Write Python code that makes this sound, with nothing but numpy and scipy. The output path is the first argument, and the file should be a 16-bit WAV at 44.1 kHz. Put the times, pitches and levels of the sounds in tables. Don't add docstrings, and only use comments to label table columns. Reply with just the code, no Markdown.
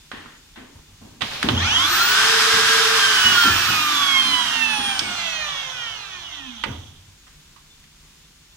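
import sys
import numpy as np
from scipy import signal
from scipy.fft import rfft, irfft, next_fast_len
from scipy.io import wavfile
from scipy.ndimage import uniform_filter1d

SR = 44100
rng = np.random.default_rng(int(sys.argv[2]) if len(sys.argv) > 2 else 0)


def dump(signal):
    limited = np.clip(np.atleast_2d(signal).T, -1, 1)
    pcm = np.round(limited * 32767).astype(np.int16)
    wavfile.write(sys.argv[1], SR, pcm)


N = 377496
TIME_S = np.arange(N) / SR
HOLD_SAMPLES = 24
POWER_ON_S, POWER_OFF_S = 1.465, 2.977
BALL_PASSES_PER_TURN = 3.585

def undb(db):
    return 10 ** (np.asarray(db) / 20)

def at(points, hz):
    freq_hz, value = np.transpose(points)
    return np.interp(np.log(np.maximum(hz, 1)), np.log(freq_hz), value)

def sides(left_db):
    gains = undb(np.array([[.5], [-.5]]) * left_db)
    return gains / np.sqrt(np.mean(gains ** 2, axis=0))

def colour(x, gain):
    n = x.shape[-1]
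    size = next_fast_len(n)
    return irfft(rfft(x, size) * gain(np.arange(size // 2 + 1) * SR / size), size)[..., :n]

def slow(x):
    return np.broadcast_to(x, N)[::HOLD_SAMPLES]

def held(x):
    return np.repeat(x.astype(np.float32), HOLD_SAMPLES)[:N]

def walk(rate_hz):
    count, span = N // HOLD_SAMPLES + 1, int(SR / HOLD_SAMPLES / rate_hz)
    steps = np.repeat(rng.standard_normal(count // span + 1), span)
    smooth = uniform_filter1d(steps, span)[:count]
    return held(smooth / smooth.std())

def fade(t, t60_s):
    return np.exp(-np.log(1000) * t / t60_s)

def add(out, start_s, x):
    i = int(start_s * SR)
    out[:, i:i + x.shape[1]] += x[:, :N - i]

# freq_hz, correlation
LIKENESS = [(60, 0.98), (130, 0.97), (300, 0.78), (640, -0.37), (1400, 0.9), (3100, -0.24), (6800, 0.21),
            (15000, -0.027)]

def noise(spectrum, count=N, tilt_db_per_oct=0, ring_hz=1000, ring_db=0, ring_oct=.2):
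    def gain(f):
        octaves = np.log2(np.maximum(f, 40) / ring_hz)
        peak_db = ring_db / (1 + (octaves / ring_oct) ** 2)
        return undb(at(spectrum, f) + tilt_db_per_oct * octaves + peak_db) * f / (f + 10)

    def part(weight):
        return colour(rng.standard_normal(count),
                      lambda f: gain(f) * np.sqrt(1 + weight * np.clip(at(LIKENESS, f), -.99, .99)))
    mid, side = part(.73), part(-1)
    stereo = np.array([mid + side, mid - side])
    return stereo / stereo.std()

def tone(angle_rad, hz, level_db, flutter_db=4.5):
    lag_rad = held(1.11 * np.arccos(np.clip(at(LIKENESS, slow(hz)), -1, 1)) * rng.choice([-1, 1]))
    turns = angle_rad / (2 * np.pi) + rng.random()
    phase = (2 * np.pi * (turns % 1)).astype(np.float32)
    gain = held(np.sqrt(2) * undb(slow(level_db) + flutter_db * slow(walk(35))))
    return gain * np.sin([phase + lag_rad / 2, phase - lag_rad / 2])

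def room(x, t60_s, wet_db, lowpass_hz):
    t = TIME_S[:SR // 2]
    tail = noise([(20, 0), (20000, 0)], len(t)) * fade(t, t60_s) * np.minimum(t / .0072, 1)
    tail /= np.sqrt(np.sum(tail ** 2) / 2)
    tail = colour(tail, lambda f: 1 / np.hypot(1, f / lowpass_hz))
    return x + undb(wet_db) * signal.fftconvolve(x, tail, axes=1)[:, :N]

# freq_hz, level_db
SHOP_SPECTRUM = [(15, -41), (25, -2), (55, -4), (91, -12), (156, -18), (178, -15), (598, -28.5),
                 (1020, -24), (1200, -25.5), (1490, -24.5), (1850, -25), (2920, -21.5), (6920, -24.5),
                 (9550, -31.5), (15500, -36.5)]
# pitch_hz, level_db
SHOP_HUMS = [(48.4, -77), (150.7, -65.5), (3564, -67.5), (6713, -72)]

def workshop(noise_db=-51):
    hum = sum(tone(2 * np.pi * hz * TIME_S, hz, level_db) for hz, level_db in SHOP_HUMS)
    return noise(SHOP_SPECTRUM) * undb(noise_db + .5 * walk(7)) + hum

# freq_hz, level_db
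CLACK_SPECTRUM = [(100, -21), (300, -11), (550, -9.5), (1000, 0.5), (1600, -2), (2300, -6), (3200, 0),
                  (4100, -6), (5200, -12), (7000, -20.5), (9000, -18.5), (15000, -46)]
# start_s, level_db, t60_s,
# tilt_db_per_oct, ring_hz, left_db
CLACKS = [(0.115, -25, 0.042, -2, 1800, -3), (.125, -38.5, 0.97, -1, 1870, 1),
          (.259, -29, 0.015, -6, 1490, -8), (.558, -41.5, 0.49, -1.5, 1970, 1),
          (1.2082, -21.5, 0.1, -1, 2650, -22), (1.218, -13, 0.057, -1.5, 3500, -9),
          (1.428, -8, 0.021, 1.5, 1520, -1), (1.487, -6, 0.036, -3, 3020, -7.5),
          (3.436, -7, 0.019, 2.5, 4700, 1), (4.9916, -8.5, 0.026, 2.5, 5600, -8),
          (6.6372, -14, 0.046, -1.5, 2250, -10), (7.268, -47, 0.12, -2, 1850, -6),
          (7.561, -46, 0.12, 1, 1130, -18), (7.84, -45, .03, 5, 2000, 3)]

def switches(contact_s=.0012, after_ring_db=-27.5):
    out, t = np.zeros((2, N)), TIME_S[:SR // 4]
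    attack = np.minimum(t / contact_s, 1)
    for start_s, level_db, t60_s, tilt_db_per_oct, ring_hz, left_db in CLACKS:
        ring = noise(CLACK_SPECTRUM, len(t), tilt_db_per_oct, ring_hz, ring_db=9.5, ring_oct=.28)
        decay = fade(t, t60_s) + undb(after_ring_db) * fade(t, 3.7 * t60_s)
        add(out, start_s, ring * attack * decay * undb(level_db) * sides(left_db))
    return room(out, t60_s=.44, wet_db=-6, lowpass_hz=4700)

# freq_hz, level_db
THUD_SPECTRUM = [(30, -5), (60, -2), (90, 4), (125, -4.5), (170, -13.5), (245, -6), (330, -11), (500, -9),
                 (1000, -6.5), (3000, -32)]
# start_s, level_db, t60_s, boom_hz
KNOCKS = [(0.129, -40, 0.76, 283), (0.569, -41, 0.78, 277), (.752, -31, 0.067, 51),
          (.782, -32, 0.076, 56.4), (0.882, -43, 0.32, 95), (1.009, -41.5, 1, 198),
          (1.219, -27.5, 0.18, 200), (1.436, -21, 0.49, 220), (1.494, -21, 0.68, 204), (1.53, -22, 1, 92),
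          (2.526, -34, 0.54, 177), (3.245, -31, 0.66, 178), (3.442, -23, 0.46, 234),
          (3.492, -31.5, 0.77, 96), (3.681, -30.5, 0.54, 181), (4.31, -37, 0.44, 260),
          (4.776, -34.5, 0.77, 260), (5.008, -34.5, 0.61, 292), (6.654, -30.5, 0.52, 260),
          (6.685, -31.5, 0.91, 102), (7.077, -48, 0.31, 112)]

def frame_knocks(attack_s=.0095):
    out, t = np.zeros((2, N)), TIME_S[:SR // 2]
    for start_s, level_db, t60_s, boom_hz in KNOCKS:
        boom = noise(THUD_SPECTRUM, len(t), ring_hz=boom_hz, ring_db=22, ring_oct=1)
        add(out, start_s, boom * fade(t, t60_s) * np.minimum(t / attack_s, 1) * undb(level_db))
    return out

# freq_hz, level_db
VALVE_SPECTRUM = [(100, -6), (350, -10.5), (600, -6.5), (1500, -7.5), (2500, -4), (3700, -4.5), (5200, -10),
                  (8000, -22), (15000, -30)]

def air_valve(open_s=1.21, shut_s=1.515, attack_s=.026, level_db=-31):
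    attack = np.clip((TIME_S - open_s) / attack_s, 0, 1)
    release = fade(np.maximum(TIME_S - shut_s, 0), t60_s=.73)
    return noise(VALVE_SPECTRUM) * attack * release * undb(level_db + walk(40.3)) * sides(-1.2)

def shaft(motor, wobble, stall_hz=30):
    free_hz, run_up_s, governed_hz, friction_hz_per_s, drag_equals_friction_hz = motor
    rising_hz = free_hz * (1 - np.exp(-(TIME_S - POWER_ON_S) / run_up_s))
    braking = friction_hz_per_s / drag_equals_friction_hz * np.maximum(TIME_S - POWER_OFF_S, 0)
    coast_hz = drag_equals_friction_hz * np.tan(np.arctan(governed_hz / drag_equals_friction_hz) - braking)
    hz = np.maximum(np.minimum(rising_hz, coast_hz), 0)
    hz *= 1 - 1 / (1 + (hz / stall_hz) ** 4)
    angle_rad = 2 * np.pi * np.cumsum(hz * (1 + wobble * walk(90))) / SR
    return hz, angle_rad

def torque(hz, full_hz_per_s=1320):
    hz_per_s = uniform_filter1d(np.gradient(hz), SR // 20) * SR
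    return np.clip(hz_per_s / full_hz_per_s, 0, .7)

def vibration_db(hz, knee_hz, steepness=1):
    rolloff_db = -10 * steepness * np.log10(1 + (knee_hz / (hz + .00087)) ** 2)
    return rolloff_db + 20 * np.log10(np.clip(hz / 40, 1e-4, 1))

def motor_tones(hz, angle_rad, tones, slacken_s=.06, ball_slip=.04, swell_db=3, swing_db=4):
    load = np.exp(-np.maximum(TIME_S - POWER_OFF_S, 0) / slacken_s)
    pull = torque(hz)
    speed_db = vibration_db(hz, knee_hz=245, steepness=3)
    skid_rad = 2 * np.pi * np.cumsum(ball_slip * pull ** 2 * hz) / SR
    ball_rad = BALL_PASSES_PER_TURN * (angle_rad - skid_rad)
    out = 0
    for ball_order, shaft_order, level_db, load_db, torque_db in tones:
        line_db = level_db + speed_db + load_db * load + torque_db * pull + swell_db * walk(9)
        line_hz = (ball_order * BALL_PASSES_PER_TURN + shaft_order) * hz
        line = tone(ball_order * ball_rad + shaft_order * angle_rad, line_hz, line_db, flutter_db=2.5)
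        out += line * sides(swing_db * walk(6))
    return out

# freq_hz, width_hz, gain_db
END_CAP_MODES = [(243, 26, -17.5), (550, 95, -36.0), (852, 53, -29.5), (1161, 183, -32.0),
                 (1444, 129, -27.0), (1813, 100, -24.0), (2136, 170, -28.0), (2422, 185, -27.0),
                 (2698, 85, -27.0), (2991, 92, -26.5), (3175, 230, -17.5), (3773, 170, -36),
                 (4130, 200, -30), (5113, 316, -40.5), (6060, 548, -36.5)]

def end_cap(x):
    def gain(f):
        modes = (undb(db) / (1 + ((f - hz) / width_hz) ** 2) for hz, width_hz, db in END_CAP_MODES)
        return np.sqrt(sum(mode ** 2 for mode in modes))
    return colour(x, gain)

# freq_hz, gain_db
THIN_METAL_RESPONSE = [(2000, -64), (5500, -50), (7500, -45), (9100, -32), (10300, -46), (11800, -49),
                       (12900, -42), (14200, -34), (15600, -37)]

def slot_whistle(hz, angle_rad, level_db, knee_hz=89, slots=40):
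    speed_db = at(THIN_METAL_RESPONSE, slots * hz) + vibration_db(hz, knee_hz)
    power_db = 10 * (TIME_S < POWER_OFF_S) - 85 * torque(hz) ** 2
    return tone(slots * angle_rad, slots * hz, level_db + speed_db + power_db, flutter_db=2)

# freq_hz, gain_db
FRAME_RESPONSE = [(40, -56), (120, -60), (165, -53), (215, -50), (243, -41), (269, -48), (297, -41),
                  (325, -49), (355, -46), (420, -46), (433, -36), (448, -32), (465, -28)]

def unbalance(hz, angle_rad, level_db):
    hum = tone(angle_rad, hz, level_db + at(FRAME_RESPONSE, hz), flutter_db=3.5)
    return hum * np.minimum(hz / 40, 1)

# freq_hz, level_db
FAN_SPECTRUM = [(60, -44), (190, -19), (380, -18.5), (560, -44), (800, -15.5), (1150, -1.5), (1550, 2.5),
                (2050, -7), (3400, -4), (4500, -7), (5150, -5.5), (6500, -11.5), (8400, -16), (13500, -26),
                (15500, -35.5)]

def fan_rush(hz, angle_rad, full_hz=452, full_db=-14.5, db_per_decade=46):
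    level_db = full_db + db_per_decade * np.log10(np.maximum(hz, 1) / full_hz)
    rush = noise(FAN_SPECTRUM, ring_hz=1535, ring_db=-1.5, ring_oct=.13)
    return rush * undb(level_db + .5 * walk(18)) * (1 + .043 * np.cos(angle_rad))

# freq_hz, width_hz, level_db
HOUSING_MODES = [(3325, 410, -3.5), (6040, 430, -12)]

def housing_ring():
    out = 0
    for hz, width_hz, level_db in HOUSING_MODES:
        mode = colour(rng.standard_normal((2, N)), lambda f: 1 / (1 + ((f - hz) / width_hz) ** 2))
        out += mode / mode.std() * undb(level_db + 2 * walk(25))
    return out

def brush_rub(hz, housing, level_db=-39, fade_below_hz=53.5):
    return housing * undb(level_db) * np.minimum(hz / fade_below_hz, 1)

# freq_hz, level_db
RATTLE_SPECTRUM = [(60, -58), (105, 2), (170, -19), (280, -6), (420, -42), (700, -2), (1350, 2),
                   (2100, -11), (3000, -21.5), (3800, -21), (4600, -9), (6000, -3.5), (7500, -19.5),
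                   (15500, -55)]

def bearing_rattle(hz, angle_rad, housing, base_db=-28, torque_db=8):
    level_db = base_db + vibration_db(hz, knee_hz=233, steepness=1.77) + torque_db * torque(hz)
    bursts = (1 + .5 * np.cos(BALL_PASSES_PER_TURN * angle_rad)) * (1 + .25 * np.cos(angle_rad))
    return (noise(RATTLE_SPECTRUM) + housing) * undb(level_db + walk(30)) * bursts

# free_hz, run_up_s, governed_hz, friction_hz_per_s, drag_equals_friction_hz
MOTORS = [(506.8, .384, 452, 88.16, 567.2), (522, .397, 460, 89.55, 579), (469, .36, 433.3, 137.4, 850)]
# ball_order, shaft_order, level_db, load_db, torque_db
TONES_A = [(1, 0, 10.0, 0, 6), (2, 0, 3.5, -15, 34), (3, 0, 5.5, -2, 7), (4, 0, 6.5, -16, 22),
           (5, 0, 1.5, -5, 10), (6, 0, 3.0, -4, 5), (7, 0, 1.5, -1, 10), (8, 0, -2.0, -4, 7),
           (9, 0, 6.0, -3, 8), (10, 0, 8.0, -4, 7), (11, 0, -2.5, -1, 10), (12, 0, 5.5, -3, 8),
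           (14, 0, 6.5, 0, 10), (1, 1, -3.0, -5, 14), (2, 1, -5.0, 2, -20), (3, 1, -5.5, 8, -3),
           (3, 2, -6.5, -4, 14), (4, 2, -6.0, -1, 7), (0, 4, -0.5, -8, 17), (0, 5, -11.0, 3, 10),
           (0, 12, -5.5, 13, -8), (0, 24, 7.0, -2, 8)]
TONES_B = [(0, 12, -12.5, 13, 4)]
TONES_C = [(1, 0, -6.5, -2, 17), (2, 0, -5.0, -13, 47), (3, 0, -5.0, -8, 30), (1, 1, -7.0, -4, -2),
           (0, 12, -8.0, 10, -5), (0, 24, 5.5, -3, 6)]
# freq_hz, left_db
MOTOR_BALANCE = [(200, 7.5), (400, 9.5), (700, -3), (1300, 7), (2400, 2.5), (4400, 4.5), (8100, 8.5),
                 (15000, 2)]

def motors(start_left_db=-5, drift_db_per_s=-1.07):
    a = shaft(MOTORS[0], wobble=.000774)
    b = shaft(MOTORS[1], wobble=.0006)
    c = shaft(MOTORS[2], wobble=.002)
    whine = end_cap(motor_tones(*a, TONES_A) + motor_tones(*b, TONES_B) + motor_tones(*c, TONES_C))
    whine = room(whine, t60_s=.93, wet_db=-17.5, lowpass_hz=7860) * sides(-1.5)
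    whine += slot_whistle(*a, level_db=1) + slot_whistle(*b, level_db=-17)
    whine += slot_whistle(*c, level_db=2, knee_hz=330)
    hum = unbalance(*a, level_db=2.5) + unbalance(*b, level_db=-18.5) + unbalance(*c, level_db=1.5)
    fan = fan_rush(hz=a[0], angle_rad=b[1])
    housing = housing_ring()
    mix = whine + hum + fan + brush_rub(a[0], housing) + bearing_rattle(*a, housing)
    left_db = start_left_db + drift_db_per_s * (TIME_S - POWER_ON_S)
    return colour(mix, lambda f: sides(at(MOTOR_BALANCE, f))) * sides(left_db)

def scene():
    return motors() + switches() + frame_knocks() + air_valve() + workshop()

def record(dry):
    cutoff_hz = 15800
    lowpass = signal.ellip(10, .2, 80, cutoff_hz, fs=SR, output="sos")
    return signal.sosfilt(lowpass, np.clip(dry, -1, 1))

dry = scene()
out = record(dry)
dump(out)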